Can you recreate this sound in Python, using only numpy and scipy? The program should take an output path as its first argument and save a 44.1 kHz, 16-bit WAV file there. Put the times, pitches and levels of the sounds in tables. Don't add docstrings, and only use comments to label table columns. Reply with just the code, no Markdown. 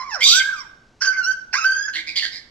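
import sys
import numpy as np
from scipy import signal
from scipy.fft import rfft, irfft, next_fast_len
from scipy.io import wavfile
from scipy.ndimage import uniform_filter1d, minimum_filter1d

SR = 44100
rng = np.random.default_rng(int(sys.argv[2]) if len(sys.argv) > 2 else 0)


def generate_wav(signal):
    frames = np.transpose(np.atleast_2d(signal))
    scaled = np.clip(frames, -1, 1) * 32767
    pcm = np.round(scaled).astype(np.int16)
    wavfile.write(sys.argv[1], SR, pcm)


N = 110250
TOP_HZ = 15600


def undb(db):
    return 10 ** (np.asarray(db) / 20)


def unit(x):
    return x / np.sqrt(np.mean(x ** 2) + 1e-18)


def at(points, hz):
    f, v = np.array(sorted(points)).T
    return np.interp(np.log(np.maximum(hz, 1)), np.log(f), v)


def colour(x, points, size=2048):
    cepstrum = irfft(np.log(undb(at(points, np.fft.rfftfreq(size, 1 / SR)))))
    cepstrum[1:size // 2] *= 2
    cepstrum[size // 2 + 1:] = 0
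    impulse = irfft(np.exp(rfft(cepstrum)))
    return signal.oaconvolve(x, impulse)[:N]


def wander(hz):
    lowpass = signal.butter(2, min(hz, SR / 4), fs=SR, output="sos")
    return unit(signal.sosfilt(lowpass, rng.standard_normal(N)))


def shelf(x, hz, db):
    low = signal.sosfiltfilt(signal.butter(6, hz, fs=SR, output="sos"), x)
    return low + undb(db) * (x - low)


def resonate(x, hz, stage_width):
    b, a = signal.iirpeak(hz, hz / stage_width, fs=SR)
    return signal.lfilter(b, a, signal.lfilter(b, a, x))


def glide(x, hz, half_width):
    turn = np.exp(2j * np.pi * np.cumsum(hz) / SR)
    b, a = signal.bessel(3, half_width, fs=SR, norm="mag")
    return 2 * np.real(signal.lfilter(b, a, x / turn) * turn)


def room_tone():
    # frequency in Hz, relative level in dB per Hz.
    rumble_shape = [(25, -1), (60, -4), (130, -7), (250, -7), (450, -12.5), (900, -16.5), (2000, -23.5),
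                    (6000, -27), (9000, -40.5), (15000, -61)]
    level_db, side_db = -56.5, -17.5
    mid, side = (unit(colour(rng.standard_normal(N), rumble_shape, size=8192)) for _ in range(2))
    return undb(level_db) * (mid + undb(side_db) * side * np.array([[1], [-1]]))


def room_response(noise):
    # frequency in Hz, time to fall by 60 dB in s.
    decay = [(300, 0.56), (1500, 0.67), (4000, 0.46), (7000, 0.45), (14000, 0.53)]
    tail_db, early_db = -8, -4.5
    early_s, first_echo_s = 0.007, 0.0084
    t, f = np.arange(SR) / SR, np.fft.rfftfreq(SR, 1 / SR)
    tail = 0
    for k, (_, t60) in enumerate(decay):
        share = at([(row[0], float(j == k)) for j, row in enumerate(decay)], f)
        band = irfft(rfft(noise[0]) * share)
        tail = tail + band * np.exp(-np.log(1000) * t / t60)
    early = noise[1] * np.exp(-t / early_s)
    after = t > first_echo_s
    return (undb(tail_db) * unit(tail * after) + undb(early_db) * unit(early * after)) / np.sqrt(SR)


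def slaps(rate, jitter):
    scatter_db = 3
    cycles = np.cumsum(rate * (1 + jitter * wander(150))) / SR
    pulses = np.diff(np.floor(cycles), prepend=0)
    return unit(pulses * undb(scatter_db * wander(160))), cycles


def squawks():
    # start in s, time until release in s, pulses per s, relative level in dB, first, second
    # and third resonance in Hz, extra level of the first in dB, slide of the first in Hz per s.
    squawk_rows = [(1.93, 0.0086, 160, -29, 1710, 3150, 4530, -1, 2998),
                   (1.947, 0.0088, 160, -23.5, 2070, 3450, 3920, 7, -4),
                   (2.063, 0.026, 159.3, -32, 2115, 3906, 4700, 8, 5498),
                   (2.153, 0.019, 185.7, -19.5, 2136, 3445, 4580, -2, -2500),
                   (2.215, 0.026, 182.6, -25.5, 1870, 3440, 4590, 4, -1000),
                   (2.31, 0.056, 181.5, -36.5, 2050, 4130, 4990, -1, 0)]
    # width setting in Hz (the band is 4/3 as wide), relative level in dB.
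    resonances = [(175, -6.5), (380, -5), (420, -6)]
    # frequency in Hz, level in dB.
    leak = [(200, -31), (700, -18.5), (1200, -21.5), (1700, -39), (2700, -32), (4500, -0.5), (5700, -9.5),
            (6400, -6.5), (6900, -13.5), (8300, -18.5), (9800, -32), (13500, -30), (15500, -49.5)]
    attack_s, release_s = 0.01, 0.028
    jitter, air_db, puff_cycles = 0.022, -3, 0.6
    shake, shake_hz = 0.043, 74
    body_hz, body_stage_width_hz, body_db = 321, 50, -5
    t, out = np.arange(N) / SR, 0
    for start, length, rate, db, *centres, first_db, slide in squawk_rows:
        pulses, cycles = slaps(rate, jitter)
        puffs = unit(np.exp(-(cycles % 1) / puff_cycles) * rng.standard_normal(N))
        attack = np.clip((t - start) / attack_s, 0, 1)
        release = np.exp(-np.maximum(t - start - length, 0) / release_s)
        envelope = undb(db) * attack * release
        source = (pulses + undb(air_db) * puffs) * envelope
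        body = undb(body_db) * resonate(pulses * envelope, body_hz, body_stage_width_hz)
        out = out + colour(source, leak) + body
        throat = zip(centres, resonances, (first_db, 0, 0), (slide, 0, 0))
        for hz, (width, gain_db), extra_db, hz_per_s in throat:
            centre = hz * (1 + shake * wander(shake_hz)) + hz_per_s * np.clip(t - start, 0, length)
            ring = glide(source, centre, 2 * width / 3)
            out = out + ring * undb(gain_db + extra_db) * np.sqrt(SR / width) / 2
    return out


def cracks():
    # middle in s, half length in s, resonance in Hz, level in dB.
    crack_rows = [(1.016, 0.0065, 5310, -31), (1.038, 0.0027, 4855, -20.5), (1.068, 0.0043, 5180, -39),
                  (1.152, .025, 2137, -37.5), (1.543, 0.0054, 1550, -18), (1.544, 0.012, 4660, -29),
                  (1.587, 0.0048, 1365, -24.5), (1.885, 0.0071, 1572, -21.5)]
    rate_hz, jitter, width_share = 330, 0.2, 0.1
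    t, out = np.arange(N) / SR, 0
    for middle, length, hz, db in crack_rows:
        pulses, _ = slaps(rate_hz, jitter)
        rattle = unit(resonate(pulses, hz, hz * width_share))
        out = out + rattle * undb(db) * np.exp(-((t - middle) / length) ** 2)
    return out


def controls(rows):
    fade_s = 0.005
    t, (times, *columns) = np.arange(N) / SR, np.array(sorted(rows)).T
    gate = np.clip(1 + np.minimum(t - times[0], times[-1] - t) / fade_s, 0, 1)
    return [gate] + [np.interp(t, times, c) for c in columns]


def growl(hz):
    drift = 0.12
    return np.sin(2 * np.pi * np.cumsum(hz * (1 + drift * wander(hz))) / SR)


def syrinx(hz, jitter, rasp, gate, count=14):
    waver, waver_hz = 0.006, 66
    flicker_db, flicker_hz = 5, 36.5
    air_low_hz = 1300
    on = gate > 0
    phase = 2 * np.pi * np.cumsum((hz * (1 + jitter + waver * wander(waver_hz)))[on]) / SR
    harmonics = np.cos(phase)
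    for k in range(2, count + 1):
        audible = k * hz[on] < TOP_HZ
        harmonics = harmonics + np.cos(k * phase) * audible * undb(flicker_db * wander(flicker_hz)[on])
    noise = rasp * rng.standard_normal(N) * np.sqrt(SR / 2 / hz)
    hiss, tone = np.zeros(N), np.zeros(N)
    hiss[on] = noise[on] * (1 + np.cos(phase))
    hiss = signal.sosfilt(signal.butter(4, air_low_hz, "high", fs=SR, output="sos"), hiss)
    tone[on] = np.sqrt(2) * harmonics
    return (tone + hiss) * gate


def screech():
    # time in s, pitch in Hz, relative level in dB, treble in dB, roughness (held to 0-1),
    # moving resonance in Hz.
    screech_rows = [(.208, 1013, -16.5, -8.5, 0.47, 2050), (.224, 1125, -9, -16, 0.7, 2230),
                    (.24, 1198, -16, 4.5, 0.6, 4600), (.262, 1239, -20.5, 8.5, 0.6, 3720),
                    (.29, 1257, -27.5, 17.5, 1.06, 4720), (.318, 1282, -28.5, 18, 1.02, 3700),
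                    (.345, 1299, -23.5, 11, 0.8, 5700), (.38, 1234, -20, 6, 0.6, 5400),
                    (.398, 1145, -26.5, -3, .75, 3190), (.422, 995, -22, -12.5, .6, 2334)]
    # frequency in Hz, level in dB.
    open_throat = [(500, -58.5), (1300, -56), (1800, -20.5), (2200, -6), (2800, -12.5), (3250, 3),
                   (3800, -4.5), (4300, -12.5), (4700, -1), (5150, -15), (6200, -7.5), (6750, -16.5),
                   (7600, -13), (8600, -27), (9900, -43.5), (11500, -32.5), (14700, -32.5), (16000, -37)]
    jitter_share, jitter_hz, growl_bend, rasp_db = 0.068, 512, 0.035, -2.5
    growl_hz, growl_depth = 185, 0.6
    treble_hz, peak_half_width_hz, peak_db = 2900, 650 / 3, 6
    gate, hz, db, treble_db, rough, peak_hz = controls(screech_rows)
    rough, beat = np.clip(rough, 0, 1), growl(growl_hz)
    jitter = rough * (jitter_share * wander(jitter_hz) + growl_bend * beat)
    source = syrinx(hz, jitter, rough * undb(rasp_db), gate)
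    source = source * (1 + growl_depth * rough * beat) * undb(db) / 2
    voice = colour(shelf(source, treble_hz, treble_db), open_throat)
    return voice + undb(peak_db) * glide(voice, peak_hz, peak_half_width_hz)


def whines():
    # time in s, pitch in Hz, level before the throat in dB,
    # treble in dB, roughness (0-1).
    calls = [
        [(0, 1044, -20.5, -7.5, 0.16), (.028, 1027, -22.5, -13, 0.37), (.042, 1182, -31, -12, .35),
         (.08, 1100, -27.5, -12.5, .35), (.115, 904.6, -30.5, 0, 0.1), (.147, 770, -26.5, -0.5, .15),
         (.175, 575, -29, -17, 0.3), (.205, 445, -36.5, -7, .4)],
        [(.26, 1046, -28, -32.5, 0.2), (.31, 1300, -30.5, -19.5, 0.2), (.345, 1466, -15.5, -21, .05),
         (.38, 1554, -13, -10.5, 0), (.42, 1557, -11, -32, .08), (.445, 1624, -29.5, -31.5, 0.3),
         (.485, 1612, -15.5, -49, 0.25), (.525, 1547, -20, -13, 0.2), (.545, 1302, -28.5, -16, .3),
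         (.585, 1190, -31.5, 6, .2), (.66, 826, -50, -21, 0)],
        [(1.013, 1448, -23.5, 0, 0.8), (1.022, 1571, -14.5, 6.5, .6), (1.037, 1597, -18, -3, 0.1),
         (1.054, 1609, -22, 6.5, 1), (1.065, 1560, -12.5, -1, 0.17), (1.10, 1506, -15.5, -4.5, 0.2),
         (1.145, 1570, -28.5, -7.5, 0.5), (1.19, 1528, -15.5, -9, 0.2), (1.22, 1435, -21, -10.5, 0.1),
         (1.243, 1361, -28, 5, 0.02), (1.275, 1513, -15, -1.5, 0.1), (1.298, 1546, -17.5, 1.5, .06),
         (1.325, 1558, -22.5, -1, 0.24), (1.34, 1580, -55, 3, 0.3)],
        [(1.533, 832.6, -26.5, 9, 0.8), (1.541, 917.7, -33, 16.5, 0.8), (1.555, 1074, -20.5, 4.5, 0.2),
         (1.578, 1278, -24, 4, 0.1), (1.588, 1388, -15.5, -5, .5), (1.602, 1290, -30.5, 5, 0.4),
         (1.643, 1295, -18, 3, 0.1), (1.647, 1553, -8, -9.5, 0.12), (1.69, 1556, -16.5, -2.5, .05),
         (1.72, 1553, -10, -8.5, 0), (1.75, 1590, -21, 0, 0.14), (1.80, 1620, -26, 0.5, 0.07),
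         (1.855, 1690, -18, -3.5, 0.05), (1.876, 1625, -32, -5, 0.3), (1.887, 1635, -32, 5.5, .9),
         (1.90, 1667, -16.5, -23, 0), (1.93, 1597, -41, -1, .14)],
    ]
    # frequency in Hz, level in dB.
    shut_throat = [(200, -49.5), (520, -14.5), (800, -12.5), (1050, -8.5), (1320, -8.5), (1540, -3),
                   (1700, -9.5), (2050, -11), (2600, -16.5), (3150, -31), (3700, -27), (4200, -21.5),
                   (4750, -21.5), (5500, -7), (6000, -32), (6550, -17.5), (7200, -38), (9800, -63.5),
                   (11300, -45), (15000, -60)]
    jitter_share, jitter_hz, shimmer, rasp_db = 0.08, 450, 0.33, -11
    treble_hz, growl_hz = 1760, 398
    out = 0
    for rows in calls:
        gate, hz, db, treble_db, rough = controls(rows)
        rough = np.clip(rough, 0, 1)
        jitter = jitter_share * rough * wander(jitter_hz)
        source = syrinx(hz, jitter, rough * undb(rasp_db), gate)
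        source = source * undb(db) * (1 + shimmer * rough * growl(growl_hz))
        out = out + shelf(source, treble_hz, treble_db)
    return colour(out, shut_throat)


def scene():
    # delay in s, level in dB, lead at the left port in s.
    echoes = [(.0036, -13.5, .0002), (.0079, -15, -.0002), (0.0123, -8, .0001), (0.0191, -21, -.0003)]
    # frequency in Hz, left minus right in dB.
    balance = [(200, -3.5), (1000, -6.5), (1550, -3.5), (2600, -6.5), (3600, -2), (5100, -11.5),
               (6300, -10.5), (7100, 15), (8200, 3.5), (9500, 9), (11500, 5), (15000, -5)]
    port_lag_s, likeness = 0.000065, 0.15
    bird = whines() + cracks() + screech() + squawks()
    size = next_fast_len(N + SR)
    f, sound = np.fft.rfftfreq(size, 1 / SR), rfft(bird, size)
    shared, ports = rng.standard_normal((2, SR)), []
    for side in (1, -1):
        noise = np.sqrt(likeness) * shared + np.sqrt(1 - likeness) * rng.standard_normal((2, SR))
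        path = 1 + rfft(room_response(noise), size)
        path = path * np.exp(1j * np.pi * f * side * port_lag_s)
        for delay, db, lead in echoes:
            path = path + undb(db) * np.exp(-2j * np.pi * f * (delay - side * lead / 2))
        port_gain = undb(side * at(balance, f) / 2)
        ports.append(irfft(sound * path * port_gain, size)[:N])
    return np.array(ports) + room_tone()


def record(dry):
    limit, limit_s = 1, 0.001
    size = max(int(limit_s * SR), 1)
    need = np.minimum(1, limit / (np.abs(dry).max(axis=0) + 1e-9))
    gain = uniform_filter1d(minimum_filter1d(need, 2 * size), size)
    lowpass = signal.ellip(10, .1, 80, TOP_HZ, fs=SR, output="sos")
    return signal.sosfilt(lowpass, dry * gain)


dry = scene()
out = record(dry)
generate_wav(out)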